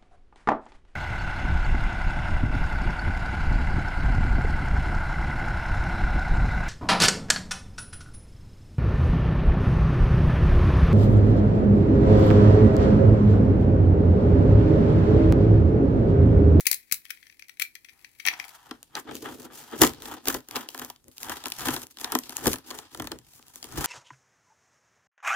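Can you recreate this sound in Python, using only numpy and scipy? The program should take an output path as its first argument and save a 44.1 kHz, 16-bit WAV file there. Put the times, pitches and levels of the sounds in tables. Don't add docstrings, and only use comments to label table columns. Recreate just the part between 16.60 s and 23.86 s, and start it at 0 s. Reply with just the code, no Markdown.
import sys
import numpy as np
from scipy import signal
from scipy.fft import rfft, irfft
from scipy.io import wavfile

SR = 44100
rng = np.random.default_rng(int(sys.argv[2]) if len(sys.argv) > 2 else 0)


def to_linear_factor(level_db):
    exponent = np.asarray(level_db, float) / 20
    return 10 ** exponent


def wav_record(signal):
    frames = np.transpose(np.atleast_2d(signal))
    bounded = np.clip(frames, -1, 1)
    quanta = np.round(bounded * 32767).astype(np.int16)
    wavfile.write(sys.argv[1], SR, quanta)


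N = 320166

# start in [s], handle peak in [dB], blade tick above it in [dB], snap length in [ms].
NOTCHES = [(0.0058, -39, 8, 2.5), (0.0549, -31.5, -6, 2.1), (0.067, -20, 5.5, 3), (0.1133, -26.5, 12, 2.1),
           (0.1266, -28, 2, 3.7), (0.1425, -37.5, 11, 2.1), (0.2958, -58, -17, 1.6),
           (0.3124, -33.5, -0.5, 2.8), (0.3222, -26.5, 11, 3.05), (0.3411, -38, 7.5, 2.9),
           (0.4522, -39.5, -7.5, 1.8), (0.4616, -50, -14, 2.2), (0.4937, -48, -12, 4.5),
           (0.5035, -28, -5.5, 3), (0.5714, -53, -13, 2.5), (0.6272, -47.5, -16, 2.5),
           (0.6539, -58, -18, 2.1), (0.6674, -48, -13, 2.5), (0.697, -45.5, -18, 2.2),
           (0.7234, -54, -18, 2.8), (0.7936, -43, -7, 2.3), (0.8223, -37, -16, 1.4),
           (0.8433, -57, -28, 1.8), (0.8829, -45, -5, 2), (0.8937, -38.5, -8, 2.3), (0.9703, -53, -13, 2.2),
           (0.9965, -27, -1, 2.6), (1.0103, -31, -8.5, 2.2), (1.0185, -22, -2, 3.3), (1.0374, -46, -5.5, 2),
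           (1.1526, -37, -4.5, 1.8), (1.1609, -41.5, -24, 1.6), (1.2459, -42.5, -9.5, 2.8),
           (1.2855, -48, -20, 2.5), (1.2926, -41, -17, 2), (1.4448, -37.5, -18, 2.2),
           (1.5975, -33.5, -18, 3.7), (1.6508, -24.5, -15, 3.5), (1.6635, -25.5, 2.5, 2.1),
           (1.672, -15.5, -20.5, 2.5), (1.6839, -11, -17, 1.7), (1.711, -43, -23, 2.2),
           (1.7363, -31, -28.5, 2.5), (1.7709, -53, -6, 2), (1.7976, -27, -15.5, 1.8), (1.8232, -51, -4, 2),
           (1.8404, -41, -10, 2.3), (1.847, -46, 1, 2.5), (1.8807, -47, 2, 2.2), (1.8911, -48, 3.5, 2.5)]
# time in [s], creak level in [dB].
GRIP_CREAK = [
    (0.0, -71),
    (0.112, -52),
    (0.33, -73),
    (0.538, -63),
    (0.714, -70.5),
    (0.818, -74),
    (1.126, -72),
    (1.41, -67),
    (1.572, -67.5),
    (1.7, -55),
]
# frequency in [Hz], width in [Hz], level in [dB].
HANDLE_MODES = [(1855, 360, -6), (2260, 280, -1.5), (2546, 220, -3.5), (3246, 300, -9.5),
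                (4176, 940, -15.5), (5900, 350, -10)]
# frequency in [Hz], density in [dB per Hz].
BLADE_SPECTRUM = [(2350, -28), (4000, -12.5), (5920, -5), (8490, -9.5), (9560, -4.5), (12900, -5.5),
                  (15600, -5.5), (16500, -22)]


def knife():
    start, handle_db, tick_db, ms = np.transpose(NOTCHES)
    blade_db = handle_db + tick_db
    jolt = ports(0.89, lead=22)
    creak = curve(GRIP_CREAK)[0] * (0.5 + 0.5 * slips(160, 2.7, 2))

    handle_push = bursts(start, handle_db + 6, ms, rise=0.31) + creak
    handle = ring(jolt * handle_push, HANDLE_MODES)

    blade_push = bursts(start, blade_db + 4, 1.29 * ms, rise=0.2) + creak
    blade = colour(jolt * blade_push, BLADE_SPECTRUM)

    latch = bursts(start, 1.65 * blade_db - 6.5, np.full_like(ms, 0.7))
    hand = signal.butter(1, [45, 900], "bandpass", fs=SR, output="sos")
    thud = signal.sosfilt(hand, latch)
    return handle * pan(14.4) + blade * pan(11) + thud * pan(3.6)


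# start in [s], fibre snap in [dB], tape tick in [dB], carton knock in [dB].
BREAKS = [(2.1102, -32, -44, -27.5), (2.2292, -44.5, -35, -54.5), (2.3524, -22, -42.5, -31.5),
          (2.5107, -38, -50, -29.5), (2.5532, -48.5, -27, -43), (2.5662, -37, -38, -43),
          (2.819, -46, -43, -45.5), (3.1133, -52, -41.5, -55), (3.217, -21, -3.5, -7.5),
          (3.2337, -18, -13.5, -10), (3.2477, -22, -17.5, -27), (3.2673, -24.5, -22.5, -34),
          (3.2737, -30, -22.5, -34), (3.293, -35, -33, -36.5), (3.3351, -45, -37.5, -42.5),
          (3.4208, -37, -34, -44), (3.4554, -32, -36, -33), (3.6556, -31.5, -33.5, -37.5),
          (3.6727, -31, -23, -25.5), (3.6834, -27, -13.5, -25.5), (3.7429, -33.5, -25.5, -22.5),
          (3.7469, -33.5, -30, -34.5), (3.7684, -40, -39, -44), (3.805, -46, -46, -51),
          (3.8863, -46, -33.5, -42.5), (3.9103, -38, -31, -41.5), (3.9579, -24.5, -29, -27.5),
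          (3.9644, -23.5, -28.5, -29), (4.088, -29, -31, -41), (4.1037, -54, -40.5, -50.5),
          (4.1458, -39.5, -33.5, -29.5), (4.1774, -45.5, -32.5, -42), (4.1896, -43, -32.5, -40.5),
          (4.1949, -35.5, -29, -36.5), (4.2477, -45, -28, -48.5), (4.3002, -34, -32, -35.5),
          (4.3608, -43, -60, -56), (4.4423, -64, -47, -69), (4.4824, -66, -40, -59.5),
          (4.515, -52, -50, -69), (4.5712, -46, -48.5, -63), (4.5814, -36.5, -31.5, -62.5),
          (4.6308, -32, -27.5, -41), (4.6451, -43, -37, -35), (4.6958, -39.5, -26, -35.5),
          (4.8389, -35, -36.5, -37.5), (4.8566, -26, -29, -25.5), (4.868, -39, -30, -34.5),
          (4.8829, -42, -29, -48), (4.9018, -46.5, -29.5, -54), (4.9201, -24, -26.5, -38),
          (4.9661, -45, -37.5, -51), (4.9868, -48, -29, -48.5), (5.0068, -32.5, -32.5, -34),
          (5.0689, -30, -29, -25), (5.0842, -24, -22.5, -17.5), (5.1055, -35, -28, -42),
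          (5.163, -26, -29.5, -27.5), (5.173, -47, -51, -32), (5.2177, -41.5, -35.5, -41),
          (5.2352, -38, -38.5, -45), (5.2687, -54, -36, -62), (5.31, -49, -58, -66),
          (5.3707, -34.5, -42, -45.5), (5.3857, -31, -44, -43), (5.3983, -42, -40, -43),
          (5.4125, -40, -29, -36), (5.444, -20, -30, -28.5), (5.52, -29, -20.5, -29.5),
          (5.5508, -24.5, -18, -15.5), (5.588, -41, -21, -42.5), (5.6359, -35, -40.5, -49),
          (5.694, -33, -32, -39), (5.7054, -46, -37, -40.5), (5.7225, -45.5, -39.5, -35),
          (5.7678, -35, -18.5, -47.5), (5.8566, -33, -24, -21), (5.8693, -26.5, -15.5, -24.5),
          (5.8775, -31, -19.5, -24.5), (5.9202, -34, -36, -42), (5.9314, -26.5, -20.5, -34),
          (5.9385, -46, -27.5, -28), (5.958, -36, -34, -35.5), (5.9846, -44, -40, -45),
          (6.1047, -36, -34.5, -36), (6.11, -30.5, -37, -34.5), (6.1875, -33, -36, -36),
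          (6.3469, -37.5, -35.5, -34), (6.374, -47, -37, -45), (6.3978, -32, -32, -24),
          (6.4214, -50, -32.5, -30.5), (6.4429, -49, -38.5, -35), (6.4714, -30.5, -33, -31),
          (6.517, -29.5, -32.5, -27.5), (6.5877, -45, -40.5, -53), (6.7349, -50, -45, -54),
          (6.7927, -57, -51, -45), (6.8267, -31, -52, -81), (6.8679, -51, -46, -70),
          (6.8825, -53, -41, -70), (6.9579, -47, -31, -48.5), (7.0275, -29.5, -40, -43),
          (7.042, -37, -33.5, -37.5), (7.1232, -48, -37, -52.5)]
# frequency in [Hz], width in [Hz], level in [dB].
CARTON_MODES = [(242, 36.3, 0.5), (326, 49.7, 1.5), (427, 50, -1), (516.6, 129, -7)]
# frequency in [Hz], width in [Hz], level in [dB].
WALL_MODES = [(773, 110, 1.5), (979, 106, 2), (1248, 215, -0.5), (1789, 460, -0.5), (2040, 720, -5.5),
              (3266, 540, -8.5)]
# frequency in [Hz], density in [dB per Hz].
FIBRE_SPECTRUM = [(1500, -16), (2600, 0), (3400, 2), (5000, 1), (7000, -8.5), (9000, -13), (16500, -28.5)]
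# frequency in [Hz], density in [dB per Hz].
TAPE_SPECTRUM = [(4000, -9.5), (6800, -1.5), (8500, -5), (12500, -2), (15400, -2.5), (16500, -27.5)]


def cracks():
    start, fibre_db, tape_db, knock_db = np.transpose(BREAKS)
    ms = 1.42 + 0.035 * (knock_db + 41)
    jolt = ports(0.51, lead=blade_lead())

    knock = ports(0.9, lead=4.2) * bursts(start, knock_db + 4, 2.09 * ms, rise=0.23)
    body = ring(knock, WALL_MODES) + to_linear_factor(-4) * ring(knock, CARTON_MODES)

    fibre = colour(jolt * bursts(start, fibre_db + 2.5, 1.2 * ms, rise=0.29), FIBRE_SPECTRUM)
    tape = colour(jolt * bursts(start, tape_db + 5, 0.8 * ms, rise=0.2), TAPE_SPECTRUM)
    return (fibre + tape) * pan(2) + body * pan(3.1)


# time in [s], carton boom in [dB], wall rasp in [dB], desk thump in [dB].
STROKE_LEVELS = [(1.3, -78, -83, -78), (1.35, -78, -70, -77), (1.63, -81, -88, -83),
                 (1.66, -57.5, -44.5, -65), (2.01, -79, -57.5, -78), (2.13, -53, -56.5, -63),
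                 (2.28, -81, -80, -75), (2.38, -37.5, -32, -54), (2.44, -58, -73, -80),
                 (2.49, -36.5, -39, -50), (2.61, -43, -71, -58), (2.66, -37, -35, -55),
                 (2.76, -44.5, -59, -58), (3.11, -56.5, -49.5, -70), (3.14, -27, -36, -58),
                 (3.19, -48, -55.5, -49), (3.22, -14, -22, -30.5), (3.36, -55, -64.5, -59.5),
                 (3.52, -39.5, -38.5, -54.5), (3.62, -63, -71, -78), (3.69, -28, -32.5, -55.5),
                 (3.72, -46, -43.5, -54), (3.76, -36, -50, -42), (3.86, -78, -74, -82),
                 (3.97, -31.5, -31.5, -48.5), (4.1, -62, -64.5, -91), (4.22, -41, -40.5, -52),
                 (4.4, -82, -80.5, -77), (4.49, -47, -80.5, -60.5), (4.54, -79, -75.5, -82.5),
                 (4.7, -40.5, -36.5, -52), (4.8, -59, -51, -65), (4.87, -52, -45.5, -61),
                 (4.94, -64.5, -56, -65.5), (5.1, -32, -31.5, -40.5), (5.35, -72.5, -80, -80),
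                 (5.45, -48.5, -39, -61.5), (5.53, -46, -40, -54), (5.55, -27, -43, -66),
                 (5.63, -60, -67, -68), (5.78, -52.5, -46, -61), (5.88, -23, -38, -32),
                 (5.96, -44, -51, -46), (6.03, -67, -68, -79), (6.13, -39, -44.5, -54.5),
                 (6.3, -70, -64.5, -78), (6.41, -36.5, -55, -40.5), (6.49, -60, -57, -56),
                 (6.53, -32.5, -53, -45.5), (6.64, -77, -76, -67), (6.98, -66, -64, -72),
                 (7.19, -36.5, -42, -35), (7.26, -41, -33.5, -48)]
# time in [s], fibre tearing in [dB], tape hiss above it in [dB].
EDGE_LEVELS = [(1.7, -66.5, 4.5), (1.76, -59, -1.5), (1.85, -61.5, 5.5), (2.1, -69, -1), (2.3, -73.5, -6.5),
               (2.4, -70, 29.5), (2.44, -66.5, -18.5), (2.55, -53.5, 2.5), (2.85, -64, 5.5),
               (2.89, -71.5, -15), (2.95, -59.5, 13.5), (3.11, -56.5, -2.5), (3.2, -57.5, 14.5),
               (3.23, -56.5, 36.5), (3.37, -59.5, -15.5), (3.46, -61.5, 15.5), (3.54, -62.5, 13.5),
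               (3.6, -65, -21.5), (3.68, -66, 30), (3.77, -66.5, 13), (3.84, -71, -11), (3.98, -60, 22.5),
               (4.05, -58.5, -4), (4.07, -63.5, -28.5), (4.08, -58.5, 0.5), (4.13, -58, 5), (4.26, -67, 18),
               (4.39, -80, -9), (4.61, -72.5, 21.5), (4.73, -55, 7.5), (4.81, -50, -9.5), (4.86, -56.5, 4),
               (5.03, -50, 0.5), (5.08, -48, 13), (5.23, -62, 12), (5.29, -71, -12.5), (5.31, -68.5, 16),
               (5.35, -67.5, -8), (5.4, -60.5, 15.5), (5.59, -58, 3), (5.63, -57, -8), (5.93, -54, 22),
               (6.03, -63.5, -29), (6.07, -57.5, 5), (6.19, -63.5, 14), (6.27, -60.5, -17.5),
               (6.35, -61, 5), (6.53, -73, 7), (6.62, -72.5, -7), (6.76, -69, 16), (6.84, -75, 4.5),
               (6.95, -68.5, 12.5), (7.14, -54.5, 3.5), (7.26, -47.5, 13)]
# frequency in [Hz], width in [Hz], level in [dB].
DESK_MODES = [(62, 33, -2.5), (92, 39, 0), (132.7, 50, -2.5)]


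def sawing():
    boom, rasp, thump = curve(STROKE_LEVELS)
    tearing, bright = curve(EDGE_LEVELS)
    catch = slips(81, 4.6, 6.7)
    fine = slips(270, 1.8, 1)

    carton = boom * ring(ports(0.7, lead=0.96) * (0.77 + 0.61 * catch), CARTON_MODES)
    walls = rasp * ring(ports(0.58, lead=2.3) * (0.5 + 0.5 * catch + 0.27 * fine), WALL_MODES)
    desk = thump * ring(ports(0.79, lead=0) * (0.76 + 0.5 * catch), DESK_MODES)

    drag = tearing * ports(0.3, lead=blade_lead())
    fibre = colour(drag * (0.39 + 0.49 * catch + 0.2 * fine), FIBRE_SPECTRUM)
    tape = colour(drag * bright * (0.5 + 0.98 * catch + 0.29 * fine), TAPE_SPECTRUM)

    low = to_linear_factor(-3) * carton * pan(0.6) + to_linear_factor(2.5) * desk * pan(2.6)
    return low + to_linear_factor(3) * walls * pan(2.5) + to_linear_factor(-0.5) * (fibre + tape) * pan(1.4)


def blade_lead():
    return np.interp(np.arange(N) / SR, [2.6, 3.2, 4.8, 7.2], [-1, 2, 4, 5])


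def bursts(start, db, ms, rise=0.15):
    env, t = np.zeros(N + 2048), np.arange(2048) / SR
    first = (start * SR).astype(int)
    decay = np.clip(ms, 0.15, 9) / 1000
    for i, gain, tau in zip(first, to_linear_factor(db), decay):
        env[i:i + 2048] += gain * np.exp(-t / tau) * (1 - np.exp(-t / (rise * tau)))
    return env[:N]


def slips(rate, spread_db, ms):
    happens = rng.random(N) < rate / SR
    size = happens * to_linear_factor(spread_db * np.minimum(rng.exponential(size=N), 3.5))
    return unit(signal.lfilter([1], [1, -np.exp(-1000 / (ms * SR))], size))


def ring(x, modes):
    total, power = 0, 0
    for k, (hz, width, db) in enumerate(modes):
        b, a = signal.iirpeak(hz, hz / width, fs=SR)
        total = total + (-1) ** k * to_linear_factor(db) * signal.lfilter(b, a, x)
        power += to_linear_factor(2 * db) * width
    return total / np.sqrt(power * np.pi / SR)


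def colour(x, spectrum):
    hz, db = np.transpose(spectrum)
    f = np.fft.rfftfreq(N, 1 / SR) + 1
    gain = unit(to_linear_factor(np.interp(np.log(f), np.log(hz), db)))
    return irfft(rfft(x) * gain, N)


def ports(alike, lead):
    same, own = noise(N), noise(2, N)
    late = same[np.clip(np.arange(N) - np.round(lead).astype(int), 0, N - 1)]
    return np.sqrt(alike) * np.array([same, late]) + np.sqrt(1 - alike) * own


def pan(db):
    return to_linear_factor(np.array([[db], [-db]]) / 2)


def curve(table):
    s, *columns = np.transpose(table)
    t = np.arange(N) / SR
    return [to_linear_factor(np.interp(t, s, c, left=-120, right=-120)) for c in columns]


def noise(*shape):
    return rng.standard_normal(shape)


def unit(x):
    return x / np.sqrt(np.mean(x ** 2))


# frequency in [Hz], time to fall 60 dB in [s].
REVERB_TIME = [(60, 0.27), (500, 0.18), (2500, 0.18), (8000, 0.13), (16000, 0.18)]


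def room(x, wet_db, side_db):
    t, tail = np.arange(SR // 2) / SR, 0
    hz, t60 = np.transpose(REVERB_TIME)
    for f in 60 * 2 ** np.arange(0, 8.1):
        edges = [f / np.sqrt(2), min(f * np.sqrt(2), 21000)]
        band = signal.butter(2, edges, "bandpass", fs=SR, output="sos")
        fade = np.exp(-np.log(1000) * t / np.interp(np.log(f), np.log(hz), t60))
        apart = min(f / 1900, 1) ** 0.5
        echoes = apart * noise(2, len(t)) + (1 - apart) * noise(len(t))
        tail = tail + signal.sosfilt(band, echoes) * fade
    tail = tail * np.clip(t / 0.0047 - 0.4, 0, 1)
    tail = tail / np.sqrt(np.sum(tail ** 2) / 2)
    wet = signal.fftconvolve(x.mean(0)[None], tail, axes=1)[:, :N]
    return x + to_linear_factor(wet_db) * pan(side_db) * wet


# frequency in [Hz], density in [dB per Hz].
AIR_SPECTRUM = [(15, -30.5), (25, -1), (74, 0.5), (187, -4.5), (313, -2), (634, -16), (854, -15.5),
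                (2210, -24), (10700, -15), (15200, -21), (16500, -35)]


def still_air():
    return to_linear_factor(-70.5) * colour(ports(0.18, lead=0), AIR_SPECTRUM)


def scene():
    parcel = cracks() + sawing()
    return room(knife(), wet_db=-8, side_db=2) + room(parcel, wet_db=-12, side_db=1) + still_air()


def roll_off(x):
    return signal.sosfilt(signal.butter(12, 16960, fs=SR, output="sos"), x)


def record(dry):
    top = signal.ellip(8, 0.2, 60, 16900, fs=SR, output="sos")
    mix = signal.sosfilt(top, np.clip(dry, -0.95, 0.95))
    return roll_off(mix)


dry = scene()
out = record(dry)
wav_record(out)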